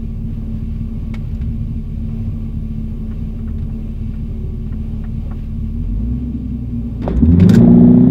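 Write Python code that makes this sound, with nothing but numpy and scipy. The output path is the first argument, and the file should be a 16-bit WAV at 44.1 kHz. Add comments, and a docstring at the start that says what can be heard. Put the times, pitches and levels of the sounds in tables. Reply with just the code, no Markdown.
"""A V8 engine, heard inside the car at a drag strip, lopes at idle, rises against the brake, then launches.
Its firings form a periodic pulse train whose harmonics sweep through the air modes of the cabin, which
boom by resonance. Impacts excite damped vibrations: the drivetrain clunks, loose plastic things clatter
as the car leaps, panels thud and trim knocks. Clothing rustles faintly by friction.
Under full throttle a limiter at the microphone holds down the level and rounds off the peaks."""
import sys
import numpy as np
from scipy import signal
from scipy.fft import rfft, irfft, next_fast_len
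from scipy.io import wavfile
from scipy.ndimage import uniform_filter1d, minimum_filter1d, map_coordinates

SR = 44100
rng = np.random.default_rng(int(sys.argv[2]) if len(sys.argv) > 2 else 0)


def persist_wave(psi):
    """Save psi, clipped to +-1, as 16-bit WAV."""
    counts = np.round(np.clip(psi, -1, 1) * 32767).astype(np.int16)
    wavfile.write(sys.argv[1], SR, np.atleast_2d(counts).T)


N = 357210
TIME = np.arange(N) / SR
IDLE_HZ, PULL_HZ = 36.95, 121.4  # firing rates at idle and under full pull

# engine speed: idle, rise against the brake, sag, launch (t/s, firing rate/Hz)
FIRING_RATE = [(5.72, 36.95), (5.84, 40.1), (6.12, 62.3), (6.26, 65.5), (6.7, 58.4), (7.08, 54.5),
               (7.17, 59.5), (7.23, 75), (7.31, 84.5), (7.385, 88.5), (7.43, 97.5), (7.48, 106),
               (7.52, 111), (7.59, 116.2), (7.66, 118.0), (7.94, 121.6), (8.1, 126.2)]
# throttle position (t/s, opening from 0 to 1)
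THROTTLE = [(7.012, 0), (7.04, 0.2), (7.15, 0.6), (7.22, 1)]
# exhaust bank of each cylinder, in firing order (0 near, 1 far)
BANKS = [0, 1, 1, 0, 1, 0, 0, 1]
# firing note under throttle, dipping briefly as the revs climb (t/s, level/dB)
NOTE_LOADED = [(7.08, -20), (7.135, -26.5), (7.165, -9.5), (7.195, -13), (7.215, -17), (7.24, -13.5),
               (7.305, -10.5), (7.322, -17), (7.345, -13.5), (7.44, -7), (7.462, -17), (7.485, -9.5),
               (7.525, -8.5), (7.552, -25), (7.59, -7.5), (7.64, -16), (7.75, -15), (8.05, -18)]
# harmonics under load (periods per four-stroke cycle, relative level/dB)
ROAR_ORDERS = [(3, -7), (10, -5), (11, -4), (12, -3), (13, -22.5), (14, -1), (16, -1), (18, -12.5),
               (20, -22), (21, -13), (24, -2.5), (25, -8.5), (26, -9.5), (28, -5.5), (30, -6.5), (32, -2.5)]
# response of the cabin to those harmonics (f/Hz, relative level/dB)
CABIN_RESPONSE = [(40, -13.5), (90, -15), (120, -18), (150, -13), (182, 1), (209, -10.5), (228, -2.5),
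                  (248, 3), (275, -19.5), (315, -30.5), (345, -17.5), (375, -9.5), (410, -23.5),
                  (450, -25.5), (800, -39.5), (1400, -80)]
# cabin air modes rung by uneven firing under load (f/Hz, nominal width/Hz, relative level/dB)
ROAR_MODES = [(181.4, 11, 4.5), (221.5, 22, -5), (263.6, 36, -8), (378, 22, -9)]
# the engine lurches on its mounts as the car leaps (t/s, level against the roar/dB)
LURCHES = [(7.011, 11), (7.14, 10.5), (7.222, 9.5)]
# each cylinder's pop at the tailpipe (place/cycles, relative level/dB)
CYLINDER_POPS = [(-.042, 0), (.003, -4), (.2, -10), (.26, -11), (.455, -4), (.51, -4), (.72, -22),
                 (.83, -16)]
# exhaust spectrum under load (f/Hz, relative level/dB)
BARK_SPECTRUM = [(400, -22), (480, -8), (540, 0), (660, 2.5), (740, -3), (840, -3.5), (920, -16),
                 (1100, -32), (2000, -61), (6000, -100)]
# intake and road noise (f/Hz, relative density/dB)
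RUSH_SPECTRUM = [(30, 24), (200, 27), (420, 22.5), (650, 8), (1000, 5.5), (1400, -2), (1900, -4),
                 (2500, -12), (3000, -15.5), (3550, -10), (4200, -21.5), (5000, -24.5), (9000, -40)]
# its surges as the tyres bite and the revs shoot up (t/s, rise/s, fall/s, gain/dB)
RUSH_SURGES = [(7.072, 0.14, 0.15, 12.5), (7.52, 0.1, 0.17, 6), (7.6, 0.41, 0.99, 9)]
# exhaust spectrum at idle (f/Hz, relative level/dB)
PIPE_SPECTRUM = [(15, -28), (45, -8.5), (66, 1.5), (82, 0.5), (100, 3), (130, -1), (160, 2), (180, -15),
                 (198, -16), (215, -4.5), (235, -1), (252, -19), (330, -27.5), (420, -30.5), (700, -63)]
# cabin air modes under light load (f/Hz, nominal width/Hz, relative level/dB)
BOOM_MODES = [(216.5, 13, -5), (239.9, 16.8, 0), (272, 15, -19)]
# deep exhaust rumbles where the idle stumbles (t/s, level/dB)
STUMBLES = [(1.41, -20), (1.70, -22), (2.28, -21.5)]
# idle tones (multiple of the firing rate, level/dB)
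IDLE_TONES = [(.5, -39), (7.126, -55)]
# engine bay rumble (f/Hz, relative density/dB)
BAY_SPECTRUM = [(60, -23), (200, 2.5), (300, 1), (340, -5.5), (395, .5), (500, -11), (560, -8), (640, -16),
                (780, -15), (900, -21.5), (1020, -21.5), (1140, -21), (1260, -26.5), (1800, -36),
                (4000, -49.5)]
# resonances of pumps and belt (f/Hz, nominal width/Hz, relative level/dB)
PUMP_MODES = [(1050, 35, -2), (1145, 59, 2.5), (2193, 38, -6.5)]
# valve gear whirr (f/Hz, relative density/dB)
VALVE_SPECTRUM = [(700, -29), (1500, -2), (2000, -5.5), (2250, 2.5), (2600, -1), (3050, 0), (3400, -5.5),
                  (4200, -8), (5500, -14.5), (8000, -21.5), (15000, -38)]
# air hissing past the throttle (f/Hz, relative density/dB)
BLEED_SPECTRUM = [(4000, -3.5), (8000, -3.5), (12000, -2.5), (15500, 2)]
# drivetrain modes (f/Hz, relative level/dB, t60/s)
CLUNK_MODES = [(582, 8, 0.015), (724, -6, 0.026), (846, -12, 0.027), (1120, -22, .03), (397, -5, 0.06)]
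# loose things hitting the dash (t/s, relative level/dB, snap offset/dB, ring offset/dB, snap t60/s)
PLASTIC_HITS = [(1.138, -23, -23.5, -20, 0.043), (1.143, -30, -28, -10, 0.056), (1.152, -45, -18, -12, .12),
                (1.346, -50, -8, -15, .08), (1.412, -34, -37, -14, 0.083), (3.582, -36.5, -36, -18, 0.081),
                (3.621, -39, -29, -10, .06), (7.0182, -28.5, -26, -11, 0.055), (7.031, -30, -38, -15, 0.1),
                (7.0756, -27.5, -35.5, -8.5, 0.13), (7.106, -42, -28, -9.5, .07),
                (7.163, -36, -17, -12, 0.07), (7.2535, -32.5, -32.5, -16, 0.069),
                (7.315, -34.5, -28.5, -8, 0.13), (7.396, -16, -30, -24, 0.058),
                (7.405, -30, -20, -14, 0.051), (7.425, -22, -28, -1, 0.083), (7.465, -39, -14, -8, 0.11),
                (7.4935, -12, -8, -4, 0.035), (7.505, -26, -14, -7, 0.062), (7.526, -27, -18, -2, 0.1),
                (7.5364, -19, -7.5, 6.5, 0.058), (7.5472, -24.5, -8.5, 1, 0.069),
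                (7.555, -31, -17, 5, 0.071), (7.5824, -32, -17, -8, 0.078)]
# their dull rattle (f/Hz, relative density/dB)
RATTLE_SPECTRUM = [(400, -9.5), (900, 1.5), (1250, -1), (1550, -4.5), (1850, -2.5), (2300, 0), (2800, -6),
                   (3800, -8.5), (4600, -14), (7000, -26.5), (15000, -37.5)]
# their bright snap (f/Hz, relative density/dB)
SNAP_SPECTRUM = [(2000, -32), (3500, 1), (4200, -1), (4700, 2), (5700, 1.5), (6300, -1.5), (6900, 0.5),
                 (7700, -3), (8300, -8), (12000, -10.5), (15500, -13)]
# their hollow ring (f/Hz, relative level/dB, t60/s)
HOLLOW_MODES = [(1420, -1, .075), (1505, -0.5, .08), (1628, -0.5, 0.077), (1660, -7.5, .06),
                (1817, -9, .06), (3606, -5, .055), (3800, -7, 0.059)]
# panel thuds (t/s, level/dB, f/Hz, t60/s)
THUDS = [(1.143, -41, 587, 0.052), (5.04, -43, 640, 0.041), (5.262, -39, 542, 0.2),
         (5.311, -32.5, 735, 0.057), (7.019, -20.5, 293, 0.09), (7.106, -15.5, 370, .07),
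         (7.397, -21, 560, 0.058), (7.495, -15, 464, 0.087)]
# knocks of trim and pedals (t/s, level/dB, centre f/Hz, t60/s)
KNOCKS = [(2.088, -45.5, 1200, .08), (3.109, -39.5, 1300, .09), (3.386, -44, 1100, .09),
          (3.474, -39, 1050, .11), (3.694, -40, 750, .07), (4.134, -40, 1150, .08), (4.664, -45, 1400, .06),
          (4.722, -37, 1300, .07), (5.038, -31, 1300, .055), (5.31, -28, 700, .06)]
# resonances of the trim (f/Hz, relative level/dB)
TRIM_SPECTRUM = [(300, -10), (520, -3), (610, -6), (740, 3), (910, -10), (1110, 1), (1250, -5), (1400, -1),
                 (1600, -11), (1820, -4), (2050, -13), (2250, -10), (2550, -19), (2900, -11), (3400, -22),
                 (9000, -40)]
# small clicks (t/s, level/dB)
CLICKS = [(1.14, -31.5), (1.416, -47)]
# their modes (f/Hz, relative level/dB, t60/s)
CLICK_MODES = [(930, -1, 0.034), (1350, -1, 0.043), (1960, -2, 0.036), (2210, 4, 0.048), (2340, -16, 0.037)]
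# clothing shifting on the seats (t/s, half-width/s, level/dB)
RUSTLES = [(0.34, 0.087, -59.5), (0.57, 0.057, -58.5), (.75, 0.056, -58), (1.337, 0.21, -58.5),
           (2.272, 0.067, -60.5), (5.202, .05, -70), (5.416, 0.082, -58)]
# rubbing cloth (f/Hz, relative density/dB)
FABRIC_SPECTRUM = [(900, -3), (2500, 3), (5000, -10), (9000, -25), (15000, -16)]


def engine(hunt=.005):
    """Periodic combustion: one firing phase drives all orders; the throttle trades idle for roar."""
    throttle = curve(THROTTLE)
    steady = curve(FIRING_RATE)
    rate = steady * (1 + hunt * (1 - throttle) * wobble(3))  # the idle hunts a little
    firings = np.cumsum(rate) / SR
    climb = uniform_filter1d(np.gradient(steady) * SR, size=SR // 6)  # Hz/s
    return (firing_note(rate, firings, throttle, climb)
            + np.sqrt(1 - throttle ** 2) * idle(rate, firings)
            + np.sqrt(throttle) * roar(rate, firings))


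def firing_note(rate, firings, throttle, climb):
    """The fundamental of the pulse train grows with load; uneven firing modulates its level and phase."""
    light = (1 - throttle) * amp(-25.5 + .0839 * np.minimum(climb, 90))
    loaded = throttle * amp(curve(NOTE_LOADED))
    uneven = np.interp(rate, [40, 60, 95, 118], [.03, .16, .09, .06])
    strength = (light + loaded) * (1 + uneven * wobble(28))
    fundamental = strength * np.sin(2 * np.pi * firings + uneven * wobble(28))
    second_gain = light * amp(-8 + 2.5 * octaves(rate) + 3.2 * wobble(8))
    second = second_gain * np.sin(4 * np.pi * firings + uneven * wobble(29))
    return np.sqrt(2) * (fundamental + second)


def roar(rate, firings, beat_s=7.747):
    """Forced response of the cabin at full throttle, amplitude-modulated once per crank turn."""
    cycles = (firings - np.interp(beat_s, TIME, firings)) / len(BANKS)
    turn = np.cos(4 * np.pi * cycles)
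    # combustion is ragged while the revs shoot up, and cleans up once the car is pulling
    ragged = np.interp(rate, [70, 105, 117], [.18, .05, .01])
    tone = engine_orders(rate, cycles)
    air = resonant_noise(ROAR_MODES)
    body = (np.sqrt(1 - ragged) * tone + np.sqrt(ragged) * air) * (1 + .2 * turn)
    low_noise = noise([(25, -4.5), (45, 12.5), (110, 6), (170, 8), (300, -48), (2000, -110)])
    shudder = amp(-19) * np.sqrt(ragged + .21) * low_noise
    return roar_gain(rate) * body + shudder + rush(turn) + bark(rate, cycles)


def engine_orders(rate, cycles, rough=.06, lag_cycles=.1996):
    """Fourier series of the four-stroke cycle, weighted by the cabin response at constant power."""
    tone, power = np.zeros(N), np.zeros(N)
    for order, db in ROAR_ORDERS:
        strength = amp(db) * gain_at(CABIN_RESPONSE, order * rate / len(BANKS))
        late = lag_cycles * (order > 22)  # the upper cabin mode answers late
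        phase = 2 * np.pi * (order * (cycles - late) + .077 * rng.standard_normal()) + rough * wobble(30)
        tone += strength * (1 + rough * wobble(40)) * np.sin(phase)
        power += strength ** 2 / 2
    return tone / np.sqrt(power)


def roar_gain(rate, db_per_octave=16.5, lift_s=7.887):
    """A power law of engine speed, with transient lurches and exponential decay as the driver lifts."""
    lurch = 1 + sum(amp(db) * burst(s, t60=.11, rise=.0027) for s, db in LURCHES)
    fade_db = 36.5 * np.maximum(TIME - lift_s, 0)
    return lurch * amp(-3.5 + db_per_octave * np.log2(rate / PULL_HZ) - fade_db)


def bark(rate, cycles, lead_cycles=.025, ease_s=7.825):
    """Source and filter: unequal cylinder pops and their turbulence excite the exhaust's resonances."""
    pops = np.zeros(N)
    for place, db in CYLINDER_POPS:
        fired = np.floor(cycles + lead_cycles - place)
        pops += amp(db + wobble(30)) * np.diff(fired, prepend=fired[0])
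    turbulence = lowpass(pops, 90, order=2) * rng.standard_normal(N) * np.sqrt(SR / 180)
    pipe = colour(pops + amp(-13) * turbulence, BARK_SPECTRUM)
    pulling = np.interp(rate, [116, 116.6], [0, 1])
    pipe /= np.sqrt(np.average(pipe ** 2, weights=pulling))
    climbing = amp(-19) * (1 - pulling) * (rate / PULL_HZ) ** 2
    ease_db = 54.5 * np.maximum(TIME - ease_s, 0)  # the driver lifts
    return amp(-24.5 - ease_db) * (pulling + climbing) * pipe


def rush(turn):
    """Broadband intake and road noise; transmission loss in firewall and door seals removes its treble."""
    level_db = -30.5 + sum(swell(*surge) for surge in RUSH_SURGES)
    return amp(level_db) * lowpass(noise(RUSH_SPECTRUM, gate=1 + .2 * turn), 5000, order=4)


def idle(rate, firings):
    """Superposition of the lightly loaded engine's sources; lope, boom and valves vary with speed."""
    settle_db = swell(5.5, rise=.7, fall=.2, db=-2)
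    brake_db = swell(6.25, rise=.3, fall=.62, db=5.2)  # brought up against the brake
    lope_db = -25.5 - 5 * octaves(rate) + settle_db + .47 * wobble(10)
    boom_db = -31.5 + 6 * octaves(rate) + brake_db + wobble(8)
    valve_db = -59 - 1.5 * octaves(rate) + 1.1 * wobble(3.7)
    return (amp(lope_db) * lope(firings) + amp(boom_db) * boom(rate, firings)
            + idle_tones(firings) + engine_bay(rate, firings) + amp(valve_db) * valve_gear()
            + stumbles(firings) + throttle_bleed(rate))


def lope(firings, bank_lag_s=.0042, jitter_s=.0016, far_bank_db=-6):
    """Path difference: the two banks' pipes differ in length, so the train of exhaust puffs limps."""
    fired = np.flatnonzero(np.diff(np.floor(firings)))
    bank = np.take(BANKS, np.arange(len(fired)) % len(BANKS))
    timing, size = rng.standard_normal((len(fired), 2)).T
    arrival = np.clip(fired + SR * (bank_lag_s * bank + jitter_s * timing), 0, N - 1).astype(int)
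    puffs = np.bincount(arrival, amp(far_bank_db * bank) * (1 + .28 * size), N)
    turbulence = amp(-6) * noise(PIPE_SPECTRUM)
    return unit(lowpass(unit(colour(puffs, PIPE_SPECTRUM)) + turbulence, 318, order=4))


def boom(rate, firings, mode_hz=227, width_hz=20):
    """Resonance: a harmonic meets a cabin mode at idle; off idle, uneven firing rings the air modes."""
    harmonic = np.arange(2, 8)[:, None]
    weight = 1 / (1 + (2 * (harmonic * rate - mode_hz) / width_hz) ** 2)
    tone = np.sum(weight * np.sin(2 * np.pi * harmonic * firings + .14 * wobble(33)), 0)
    throb = 1 + .11 * np.sin(2 * np.pi * firings / len(BANKS)) + .069 * wobble(30)
    air_share = np.interp(rate, [38, 46], [.02, .7])
    air = resonant_noise(BOOM_MODES)
    air /= np.sqrt(np.abs(uniform_filter1d(air ** 2, size=SR // 8)) + 1e-6)  # rough, but evenly driven
    return np.sqrt(1 - air_share) * unit(tone * throb) + np.sqrt(air_share) * air


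def stumbles(firings):
    """The lowest components of the exhaust pulse train swell where the idle stumbles."""
    envelope = sum(amp(db) * hump(s, half_width=.14) for s, db in STUMBLES)
    return envelope * unit(lowpass(lope(firings), 106, order=6))


def idle_tones(firings):
    """Pure tones in fixed ratio to the firing rate, slowly wavering in level."""
    return sum(amp(db + 1.1 * wobble(3.3)) * np.sqrt(2) * np.sin(2 * np.pi * multiple * firings)
               for multiple, db in IDLE_TONES)


def engine_bay(rate, firings):
    """Rotating machinery: a belt-driven accessory's tone, narrow-band pump hum and a broad rumble."""
    whine_db = -53.5 + swell(4.44, rise=.28, fall=.54, db=15.7) + 1.5 * wobble(3)
    whine = amp(whine_db) * np.sin(2 * np.pi * 10 * firings) / (1 + (rate / 48) ** 8)  # fades off idle
    pumps = amp(-65 + 1.5 * wobble(4.5)) * resonant_noise(PUMP_MODES)
    rumble = amp(-42 + 1.5 * wobble(5.49)) * noise(BAY_SPECTRUM)
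    return whine + pumps + rumble


def valve_gear():
    """The whirr of valve gear behind the firewall, diffused by reflection."""
    return reflected(noise(VALVE_SPECTRUM), t60=.12, wet=.6) * amp(.69 * wobble(16))


def throttle_bleed(rate):
    """Flow noise at the nearly shut throttle, dying away as the revs rise."""
    return amp(-68 - 9 * octaves(rate) + .6 * wobble(1.8)) * noise(BLEED_SPECTRUM)


def clunk():
    """Impulse response of the drivetrain as it takes up its slack."""
    return ring(s=7.078, db=-7.5, modes=CLUNK_MODES)


def clatter():
    """Impact noise: each loose plastic thing gives a dull rattle, a hollow ring and a shorter snap."""
    rattle, hollow, snap = np.zeros((3, N))
    for s, db, snap_db, ring_db, t60 in PLASTIC_HITS:
        rattle += amp(db - 9) * burst(s, 1.19 * t60, rise=.0019)
        hollow += hollow_ring(s, db + ring_db - 9.5)
        snap += amp(db + snap_db + 1.5) * burst(s, t60, rise=.00098)
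    grit = amp(4.5 * wobble(1100))
    rattle *= reflected(noise(RATTLE_SPECTRUM), t60=.049, wet=.36)
    snap *= reflected(noise(SNAP_SPECTRUM, grit), t60=.04, wet=.25)
    return rattle + hollow + snap


def hollow_ring(s, db, rise_s=.0007):
    """Normal modes of a hollow plastic thing; their levels and phases vary from strike to strike."""
    t, out = np.arange(SR // 6) / SR, np.zeros(N + SR)
    chance = rng.standard_normal((len(HOLLOW_MODES), 2))
    modes = sum(amp(level + 2 * scatter - 60 * t / t60) * np.sin(2 * np.pi * (hz * t + phase))
                for (hz, level, t60), (scatter, phase) in zip(HOLLOW_MODES, chance))
    out[round(s * SR):][:len(t)] = amp(db) * (1 - np.exp(-t / rise_s)) * modes
    return out[:N]


def thuds():
    """Each bumped panel is a damped oscillator with one low note."""
    return sum(ring(s, db, [(hz, 0, t60)]) for s, db, hz, t60 in THUDS)


def knocks(octave_drop_db=3.5, rise_s=.0043):
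    """Heavily damped impacts: each favours the trim's resonances near its own centre frequency."""
    t, out = np.arange(SR // 4) / SR, np.zeros(N + SR)
    for s, db, hz, t60 in KNOCKS:
        spectrum = [(f, level - octave_drop_db * np.log2(f / hz) ** 2) for f, level in TRIM_SPECTRUM]
        envelope = (1 - np.exp(-t / rise_s)) * amp(db - 60 * t / t60)
        out[round(s * SR):][:len(t)] += envelope * unit(colour(rng.standard_normal(len(t)), spectrum))
    return out[:N]


def clicks():
    """Brief free vibration of a few high modes, heard as clicks."""
    return sum(ring(s, db, CLICK_MODES) for s, db in CLICKS)


def rustles():
    """Friction noise of clothing shifting against the seats."""
    envelope = sum(amp(db) * hump(s, half_width) for s, half_width, db in RUSTLES)
    return envelope * noise(FABRIC_SPECTRUM, gate=amp(2 * wobble(120)))


def ring(s, db, modes):
    """Free vibration: a sum of damped sinusoids struck at time s."""
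    return sum(amp(db + level) * burst(s, t60, rise=.00089) * np.sin(2 * np.pi * hz * (TIME - s))
               for hz, level, t60 in modes)


def resonant_noise(modes):
    """Random excitation of resonators, each response squared for steep skirts; rms 1."""
    size = next_fast_len(N + SR // 2)
    f = np.fft.rfftfreq(size, 1 / SR)
    response = sum(amp(db) * (1j * f * width / (hz * hz - f * f + 1j * f * 1.02 * width)) ** 2
                   for hz, width, db in modes)
    return unit(irfft(rfft(rng.standard_normal(N), size) * response, size)[:N])


def reflected(x, t60, wet):
    """Interference with dense reflections off glass and trim combs the spectrum; rms 1."""
    t = np.arange(SR // 8) / SR
    tail = rng.standard_normal(len(t)) * amp(-60 * t / t60)
    return unit(x + wet * signal.fftconvolve(x, tail / np.linalg.norm(tail))[:N])


def noise(spectrum, gate=1):
    """White noise, modulated and then filtered; rms 1."""
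    return unit(colour(gate * rng.standard_normal(N), spectrum))


def colour(x, spectrum):
    """Minimum-phase filter of unit energy, built by folding the cepstrum."""
    size = 2 * next_fast_len(len(x) // 2 + 8192)
    gain = unit(gain_at(spectrum, np.fft.rfftfreq(size, 1 / SR)))
    cepstrum = irfft(np.log(np.maximum(gain, 1e-6)))
    cepstrum[1:size // 2] *= 2
    cepstrum[size // 2 + 1:] = 0
    return irfft(rfft(x, size) * np.exp(rfft(cepstrum)), size)[:len(x)]


def gain_at(spectrum, hz):
    """Magnitude response interpolated in log frequency, falling 12 dB/octave below the first point."""
    f, db = np.transpose(spectrum)
    return amp(np.interp(np.log(hz + 1), np.log(f + 1), db)) * np.minimum(hz / f[0], 1) ** 2


def lowpass(x, hz, order):
    """Maximally flat low-pass filter."""
    return signal.sosfilt(signal.butter(order, hz, fs=SR, output="sos"), x)


def burst(s, t60, rise):
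    """Exponential attack and decay from time s."""
    t = np.maximum(TIME - s, 0)
    return (1 - np.exp(-t / rise)) * amp(-60 * np.minimum(t / t60, 4))


def swell(s, rise, fall, db):
    """Triangular excursion of level, reaching db at time s."""
    return np.interp(TIME, [s - rise, s, s + fall], [0, db, 0])


def hump(s, half_width):
    """Bell-shaped envelope, down to 1/e at half_width either side of time s."""
    return np.exp(-((TIME - s) / half_width) ** 2)


def wobble(knots_per_s):
    """Smooth random modulation: a spline through random knots."""
    knots = rng.standard_normal(int(N * knots_per_s / SR) + 4)
    return map_coordinates(knots, [TIME * knots_per_s])


def curve(rows):
    """Linear interpolation of (t/s, value) rows."""
    return np.interp(TIME, *np.transpose(rows))


def octaves(rate):
    """Interval of the firing rate above idle."""
    return np.log2(rate / IDLE_HZ)


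def amp(db):
    """Amplitude ratio of a level in dB."""
    return 10 ** (np.asarray(db) / 20)


def unit(x):
    """Normalisation to rms 1."""
    return x / np.sqrt(np.mean(x ** 2) + 1e-20)


def scene():
    """Superposition of all sources at one point between the seats."""
    return (engine() + rustles() + knocks() + thuds() + clatter() + clicks() + clunk())[None]


def record(dry, limit=1.1, hold_s=.0028, ceiling=1.2, hardness=5, hiss_db=-71, top_hz=15730):
    """Fast limiting and soft saturation round off the peaks; hiss and a band limit follow."""
    driven = amp(.5) * dry
    needed = np.minimum(1, limit / (np.abs(driven) + 1e-9))
    hold = int(hold_s * SR)
    gain = minimum_filter1d(needed, 2 * hold)
    held = driven * uniform_filter1d(uniform_filter1d(gain, hold), hold)
    rounded = held / (1 + np.abs(held / ceiling) ** hardness) ** (1 / hardness)
    heard = rounded + amp(hiss_db) * rng.standard_normal(dry.shape)
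    band = np.clip((top_hz - np.fft.rfftfreq(2 * N, 1 / SR)) / 200 + .5, 0, 1)
    mirrored = np.hstack([heard, heard[:, ::-1]])  # keeps the ends free of clicks
    return irfft(rfft(mirrored) * band)[:, :N]


dry = scene()
out = record(dry)
persist_wave(out)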